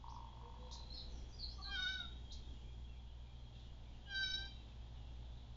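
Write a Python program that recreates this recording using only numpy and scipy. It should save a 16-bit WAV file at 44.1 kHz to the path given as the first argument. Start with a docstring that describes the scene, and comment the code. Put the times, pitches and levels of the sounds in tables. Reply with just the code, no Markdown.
"""A far woodpecker drums on a hollow limb; a dove coos and small birds chip and slur their notes.
Then the main voice: a fawn bleats twice across the woodland clearing, its vocal folds sounding
thin, nasal harmonics through the throat. A crow caws, and the trunks scatter every call.
Behind them are a thin trill, a stir of leaves, far machine hum and traffic, and the hiss of the woods."""
import sys
import numpy as np
from scipy import signal
from scipy.fft import rfft, irfft, next_fast_len
from scipy.io import wavfile
from scipy.ndimage import map_coordinates

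SR = 44100
rng = np.random.default_rng(int(sys.argv[2]) if len(sys.argv) > 2 else 0)


def master_out(mix):
    """Clip the mix to full scale and print it as 16-bit PCM to the path in sys.argv[1]."""
    frames = np.transpose(np.atleast_2d(mix))
    ceiling = np.clip(frames, -1, 1)
    pcm = np.round(ceiling * 32767).astype(np.int16)
    wavfile.write(sys.argv[1], SR, pcm)


N = 245195


def amp(db):
    """Decibels to gain."""
    return 10 ** (np.asarray(db) / 20)


def unit(x):
    """x at rms 1."""
    return x / np.sqrt(np.mean(x ** 2) + 1e-20)


def along(points, hz):
    """Interpolate (freq_hz, value) points on a log frequency axis."""
    freqs, values = np.transpose(points)
    return np.interp(np.log(hz + 1), np.log(freqs + 1), values)


def curves(rows):
    """One per-sample curve for each column after time_s."""
    times, *columns = np.transpose(rows)
    return [np.interp(np.arange(N) / SR, times, column) for column in columns]


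def gate(start_s, end_s, fade_s):
    """1 between two times, with soft edges."""
    t = np.arange(N) / SR
    inside_s = np.minimum(t - start_s, end_s - t)
    return np.sin(np.pi / 2 * np.clip(inside_s / fade_s + .5, 0, 1)) ** 2


def wobble(knots_per_s, size=N):
    """Smooth random curve."""
    knots = rng.standard_normal(int(size * knots_per_s / SR) + 4)
    return map_coordinates(knots, [np.arange(size) * knots_per_s / SR])


def phase(hz):
    """Running phase of a moving frequency."""
    return 2 * np.pi * np.cumsum(hz) / SR


def filtered(x, response):
    """Apply the gain response(hz) to x."""
    size = next_fast_len(N + SR // 2)
    return irfft(rfft(x, size) * response(np.fft.rfftfreq(size, 1 / SR)), size)[:N]


def noise(spectrum):
    """Noise of rms 1, coloured by (freq_hz, gain_db) points."""
    return unit(filtered(rng.standard_normal(N), lambda hz: amp(along(spectrum, hz))))


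def add(track, start_s, sound):
    """Mix a sound into a track."""
    part = track[max(round(start_s * SR), 0):][:len(sound)]
    part += sound[:len(part)]


# nasal resonance: freq_hz, gain_db
NASAL_BAND = [(2500, -70), (3500, -35), (3690, 0), (3790, 0), (4000, -35), (6000, -70)]


def bleat(contour, throat, voice_break, full_effort_db=-47, break_length_s=.03, flutter_depth_db=3):
    """Vocal folds sound harmonics through the throat; effort brightens them, a break turns them hoarse."""
    pitch_hz, level_db, brightness_db = curves(contour)
    break_s, before, after = voice_break
    hoarse, = curves([(break_s - break_length_s / 2, before), (break_s + break_length_s / 2, after)])
    cycle = phase(pitch_hz * (1 + .008 * hoarse * wobble(420) + .003 * wobble(50)))
    slack_db = np.maximum(full_effort_db - level_db - brightness_db, 0)
    # the fundamental swells less than its overtones
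    voice = amp(along(throat, pitch_hz) + .96 * (full_effort_db - level_db)) * np.sin(cycle)
    flutter = wobble(150)
    for k in range(2, 10):
        upper = min((k - 2) / 2, 1)  # overtones above the first resonance follow the brightness
        top = max(k - 5, 0)  # the highest need effort and smear most
        smear_rad = (.1 * upper + hoarse * (.3 * upper + .9 * top)) * wobble(300)
        flutter_db = flutter_depth_db * (flutter + wobble(150)) / 2
        tilt_db = upper * (brightness_db - 3 + flutter_db) - .15 * top * slack_db
        harmonic_db = along(throat, k * pitch_hz) + tilt_db + .6 * flutter
        voice += amp(harmonic_db) * np.sin(k * cycle + smear_rad)
    turbulence = noise([(2000, -36.5), (2800, -22.5), (3400, 14), (4000, -5), (5500, -1), (7000, -30.5)])
    rasp = turbulence * (1 + np.cos(cycle))  # one puff through the folds per cycle
    voice = np.sqrt(2) * voice + hoarse * amp(brightness_db - 28) * rasp
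    nasal = hoarse * amp(-51 + .24 * (level_db - full_effort_db)) * noise(NASAL_BAND)
    return (voice * amp(level_db) + nasal) * gate(contour[0][0], contour[-1][0] + .0077, .022)


# voice contours: time_s, pitch_hz, level_db, brightness_db
BLEAT_1 = [(1.645, 785, -64.5, -17.5), (1.697, 807, -54, -5), (1.741, 794, -46, -1.5),
           (1.773, 732, -46.5, -5.5), (1.825, 747, -46, 1), (1.859, 730, -45, -2),
           (1.899, 770.2, -43.5, -6), (1.983, 740, -51, -4), (2.055, 673, -66, 0)]
BLEAT_2 = [(4.07, 812, -71.5, -9), (4.1, 803.7, -60, 2.5), (4.15, 779.6, -50.5, 0),
           (4.23, 778.3, -45.5, -3), (4.278, 760, -55, 7), (4.388, 778.2, -57.5, 4),
           (4.47, 789.8, -66, 3.5)]
# throat and mouth response, one list per bleat: freq_hz, gain_db
THROAT_RESPONSES = [
    [(750, -26.5), (1350, 5), (1620, -3.5), (2100, -17), (2280, -12), (2980, -15.5), (3220, 4.5),
     (3480, -11), (3780, 1.5), (4050, -29.5), (4450, -13.5), (5250, -14.5), (6000, -21.5), (6800, -41.5)],
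    [(780, -27.5), (1400, 2), (1620, 4.5), (2330, -13.5), (3050, -9.5), (3250, 10), (3550, 5), (3880, 1),
     (4050, -12), (4650, -6.5), (5420, -8.5), (6200, -21.5), (6900, -46.5)],
]
# voice break, one row per bleat: time_s, hoarseness_before, hoarseness_after
VOICE_BREAKS = [(1.87, .12, .5), (4.25, .02, .09)]


def fawn():
    """Two bleats from the edge of the clearing."""
    first = bleat(BLEAT_1, THROAT_RESPONSES[0], VOICE_BREAKS[0])
    second = bleat(BLEAT_2, THROAT_RESPONSES[1], VOICE_BREAKS[1])
    return trees(first + second, wet_db=-2, near_db=7, near_t60_s=.17)


# hollow limb modes: freq_hz, gain_db, t60_s
LIMB_MODES = [(935, 0, .032), (1060, -3, .028)]


def woodpecker(blows=19, start_s=.042, gap_s=.0406, gap_growth_s=.00019, echo_s=.023):
    """Bill blows ring a hollow limb, slowing and weakening; a trunk throws each one back."""
    out, t = np.zeros(N), np.arange(SR // 8) / SR
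    fresh_s, tiring_s, tired_loss_db, fade_db_per_s = .18, .041, 6, 3
    for k in range(blows):
        elapsed_s = k * gap_s + gap_growth_s * k * (k - 1) / 2
        detune, force_db = rng.normal([1, 0], [.025, 2.2])  # each blow lands a little differently
        tired = np.clip((elapsed_s - fresh_s) / tiring_s, 0, 1)
        blow_db = -45.5 - tired_loss_db * tired - fade_db_per_s * elapsed_s + force_db
        blow = sum(amp(blow_db + gain_db - 60 * t / t60_s) * np.sin(2 * np.pi * hz * detune * t)
                   for hz, gain_db, t60_s in LIMB_MODES)
        add(out, start_s + elapsed_s, blow)
        add(out, start_s + elapsed_s + echo_s, amp(-9) * blow)
    out = filtered(out, lambda hz: amp(along([(650, -22.5), (880, 2), (1120, -1.5), (1400, -17.5)], hz)))
    return trees(out, wet_db=-7.5, near_db=-3, near_t60_s=.15)


def whistle(length_s, start_hz, end_hz, level_db, buzz):
    """One slurred note, roughened by fast pitch flutter; buzz runs 0-1."""
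    u = np.linspace(0, 1, int(length_s * SR))
    pitch_hz = start_hz + (end_hz - start_hz) * u + buzz * 260 * wobble(460, len(u))
    return amp(level_db) * np.abs(np.sin(np.pi * u)) ** .5 * np.sin(phase(pitch_hz))


# single notes: start_s, length_s, start_hz, end_hz, level_db, buzz
SONG_NOTES = [(0.079, 0.03, 3500, 6590, -67.5, 0.56), (0.131, 0.036, 6400, 3980, -73.5, 0.6),
              (0.578, .11, 3840, 4070, -76, 0.2), (.72, .15, 4145, 3977, -63.5, 0.32),
              (0.888, .076, 3997, 4365, -57, 0.3), (0.92, 0.074, 5180, 5170, -63, 0.7),
              (0.953, .06, 4217, 3814, -53, 0.6), (1.017, 0.068, 4000, 4000, -65.5, .3),
              (1.099, 0.12, 6180, 5250, -73.5, 1), (1.277, .13, 6180, 5100, -74.5, 1),
              (1.325, 0.022, 4720, 4980, -65.5, .1), (1.5, .15, 6020, 6170, -80.5, 0.53),
              (2.306, 0.019, 3760, 4320, -56.5, 0.7), (3.917, 0.051, 3150, 2650, -73, 0.13),
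              (4.055, 0.051, 2924, 3027, -61, 0.03)]
# repeated syllable: start_s, fall_s, start_hz, level_db
SONG_SYLLABLES = [(1.386, .085, 4597, -50), (1.614, .068, 4430, -51)]


def songbirds(fall_hz=467, flick_hz=840, flick_s=.066):
    """Small birds whistle single notes; the loudest repeats a buzzy fall and a soft upward flick."""
    out = np.zeros(N)
    for start_s, *note in SONG_NOTES:
        add(out, start_s, whistle(*note))
    for start_s, fall_s, hz, level_db in SONG_SYLLABLES:
        add(out, start_s, whistle(fall_s, hz, hz - fall_hz, level_db, buzz=.6))
        add(out, start_s + fall_s, whistle(flick_s, hz, hz + flick_hz, level_db - 14.5, buzz=.6))
    return trees(out, wet_db=-2, near_db=1.5, near_t60_s=.17)


# sharp bird chips: start_s, length_s, level_db
ALARM_CHIPS = [(0.711, 0.0048, -53), (0.723, 0.0095, -51.5), (2.316, 0.0085, -54)]


def alarm_chips(low_hz=3550, high_hz=7400):
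    """Each chip whips up an octave in milliseconds and lingers among the trunks."""
    out = np.zeros(N)
    for start_s, length_s, level_db in ALARM_CHIPS:
        u = np.linspace(0, 1, int(length_s * SR))
        pitch_hz = low_hz * (high_hz / low_hz) ** (u * u)
        add(out, start_s, amp(level_db) * np.abs(np.sin(np.pi * u)) ** .5 * np.sin(phase(pitch_hz)))
    return trees(out, wet_db=1, near_db=7, near_t60_s=.17)


# caws: start_s, length_s, pitch_hz, level_db
CROW_CAWS = [(1.577, 0.048, 384, -56), (1.666, 0.054, 391.5, -56.5), (1.765, 0.078, 387.7, -62)]


def crow(jitter=.03):
    """Far hoarse caws; only harmonics 2 and 3 carry."""
    out = np.zeros(N)
    for start_s, length_s, pitch_hz, level_db in CROW_CAWS:
        u = np.linspace(0, 1, int(length_s * SR))
        cycle = phase(pitch_hz * (1 + jitter * wobble(200, len(u))))
        harmonics = .45 * np.sin(2 * cycle) + np.sin(3 * cycle)
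        add(out, start_s, amp(level_db) * np.sin(np.pi * u) * harmonics)
    return trees(out, wet_db=-1.5, near_db=-9.5, near_t60_s=.22)


# coos: start_s, length_s, level_db
DOVE_COOS = [(0.429, 0.074, -63), (0.584, .11, -65.5), (.72, .45, -77.5)]


def dove(held_hz=507.6, rise_hz=42.1, rise_s=.11):
    """A soft, pure phrase that slides up to a held pitch."""
    elapsed_s = np.maximum(np.arange(N) / SR - DOVE_COOS[0][0], 0)
    pitch_hz = held_hz - rise_hz * np.exp(-elapsed_s / rise_s)
    envelope = sum(amp(db) * gate(start_s, start_s + length_s, .07) for start_s, length_s, db in DOVE_COOS)
    return trees(np.sqrt(2) * envelope * np.sin(phase(pitch_hz)), wet_db=-9.5, near_db=-6.5, near_t60_s=.2)


def far_birds(count=22, start_s=2.4, end_s=5.5, centre_hz=3074):
    """Faint whistles from deep in the wood."""
    out = np.zeros(N)
    for k, (offset, pitch, slope) in enumerate(rng.uniform(-1, 1, (count, 3))):
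        hz = centre_hz * np.exp(.27 * pitch)
        onset_s = start_s + (end_s - start_s) * (k + offset / 2) / count
        add(out, onset_s, whistle(.091, hz, hz * (1 + .091 * slope), level_db=-79, buzz=.25))
    return trees(out, wet_db=-1.5, near_db=-1, near_t60_s=.13)


def trill(start_hz=3354, sag_hz_per_s=29, peak_s=2.3, rise_db_per_s=3.5, fall_db_per_s=5):
    """A thin far trill, as of a tree cricket, swells unevenly and fades while its pitch sags."""
    t = np.arange(N) / SR
    level_db = -74.5 - np.maximum(rise_db_per_s * (peak_s - t), fall_db_per_s * (t - peak_s))
    flicker = amp(4 * wobble(25))
    pitch_hz = start_hz - sag_hz_per_s * t + 35 * wobble(12) + 70 * wobble(250)
    tone = unit(np.sin(phase(pitch_hz)) * flicker)
    return trees(amp(level_db) * tone, wet_db=-2.5, near_db=-1, near_t60_s=.17)


def rustle(start_s=3.53, length_s=.16, level_db=-71.5):
    """Dry leaves stir briefly."""
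    envelope = amp(level_db + 2.5 * wobble(90)) * gate(start_s, start_s + length_s, .057)
    return envelope * noise([(2500, -15), (3500, 6.5), (5000, -9), (7000, -15)])


# hum partials: freq_hz, level_db
HUM_PARTIALS = [(59.8, -54.5), (119.7, -65), (221, -77.5), (239.5, -81.5)]


def machine_hum():
    """A far machine; each partial wavers in level and pitch."""
    return sum(np.sqrt(2) * amp(db + 1.52 * wobble(4.275)) * np.sin(phase(hz + .39 * wobble(2.976)))
               for hz, db in HUM_PARTIALS)


def engine(start_hz=90.1, rise_hz_per_s=4.15, start_db=-78.5, rise_db_per_s=2.5):
    """A far engine slowly gains speed and grows louder."""
    t = np.arange(N) / SR
    pitch_hz = start_hz + rise_hz_per_s * t + wobble(5.4)
    level_db = start_db + rise_db_per_s * t + wobble(5.5)
    return np.sqrt(2) * amp(level_db) * np.sin(phase(pitch_hz))


# traffic swells: peak_s, half_width_s, rise_db
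ROAD_SWELLS = [(1.102, 0.32, 6), (1.691, 0.43, 6), (2.451, 0.37, 6.5), (4.424, .2, 6.5)]
# deep rumble and road noise: freq_hz, gain_db
RUMBLE_SPECTRUM = [(4, -5.5), (14, -11), (28, -5), (48, -11.5), (70, -11.5), (85, -21.5), (108, -15.5),
                   (135, -28.5), (200, -54)]
ROAD_SPECTRUM = [(60, -41.5), (140, -7), (180, -3.5), (260, -5.5), (400, -9), (700, -31.5)]


def traffic(rumble_db=-59.5, road_db=-74):
    """Traffic swells on a far road; a deep rumble partly follows it."""
    t = np.arange(N) / SR
    swell_db = sum(db * np.exp(-((t - peak_s) / half_s) ** 2) for peak_s, half_s, db in ROAD_SWELLS)
    rumble = amp(rumble_db + .68 * swell_db) * noise(RUMBLE_SPECTRUM)
    road = amp(road_db + swell_db + 1.8 * wobble(9.4)) * noise(ROAD_SPECTRUM)
    return rumble + road


# woodland noise before the low cut: freq_hz, gain_db
WOODS_SPECTRUM = [(41, -31.5), (70, 1.5), (87, -15.5), (107, -7), (128, -6), (146, -19), (168, -17.5),
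                  (229, -22.5), (387, -29.5), (426, -29), (892, -26.5), (1130, -36), (2140, -40.5),
                  (3280, -34), (7270, -52), (9450, -87.5), (16000, -120)]


def woods(level_db=-67, low_cut_hz=135):
    """The low murmur of the woods and the faint hiss of leaves."""
    murmur = filtered(noise(WOODS_SPECTRUM), lambda hz: 1 / (1 + (low_cut_hz / (hz + 1)) ** 8))
    return amp(level_db + .93 * wobble(1.3)) * unit(murmur)


# chorus band: freq_hz, gain_db
CHORUS_SPECTRUM = [(2300, -50), (3000, -9.5), (3300, -0.5), (3650, -0.5), (4100, -5.5), (5000, -41.5)]


def chorus(start_db=-85, rise_db_per_s=1.83):
    """Far birds and insects merge into a thin band of noise that slowly grows."""
    t = np.arange(N) / SR
    return amp(start_db + rise_db_per_s * t + 1.8 * wobble(26)) * noise(CHORUS_SPECTRUM)


# decay of the far wood: freq_hz, t60_s
WOOD_DECAY = [(300, .7), (1500, .5), (2900, .45), (3700, .65), (4600, .42), (6500, .35)]
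# colour of the scattered sound: freq_hz, gain_db
SCATTER_COLOUR = [(300, -5.5), (900, 4.5), (1500, -10), (2400, 3), (3800, 4.5), (7000, 9)]


def trees(x, wet_db, near_db, near_t60_s):
    """Near trunks scatter the sound at once, near_db above the far wood, which rings on."""
    hz, t, spectrogram = signal.stft(rng.standard_normal(SR), SR, nperseg=256)
    decay = amp(-60 * t / along(WOOD_DECAY, hz)[:, None]) + amp(near_db - 60 * t / near_t60_s)
    decay *= 1 - np.exp(-t / .0025)
    tail = signal.istft(spectrogram * decay, SR, nperseg=256)[1]
    echo = signal.fftconvolve(x, tail / np.linalg.norm(tail))[:N]
    return x + filtered(echo, lambda f: amp(wet_db + along(SCATTER_COLOUR, f)))


def scene():
    """Everything heard from one spot in the clearing, in mono."""
    birds = woodpecker() + dove() + songbirds() + alarm_chips() + crow() + far_birds()
    calls = fawn() + birds + trill()
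    background = rustle() + machine_hum() + engine() + traffic() + woods() + chorus()
    return (calls + background)[None]


def record(dry):
    """Low-pass with a linear edge."""
    cutoff_hz, edge_hz = 7350, 400
    return filtered(dry[0], lambda hz: np.clip((cutoff_hz - hz) / edge_hz + .5, 0, 1))[None]


dry = scene()
out = record(dry)
master_out(out)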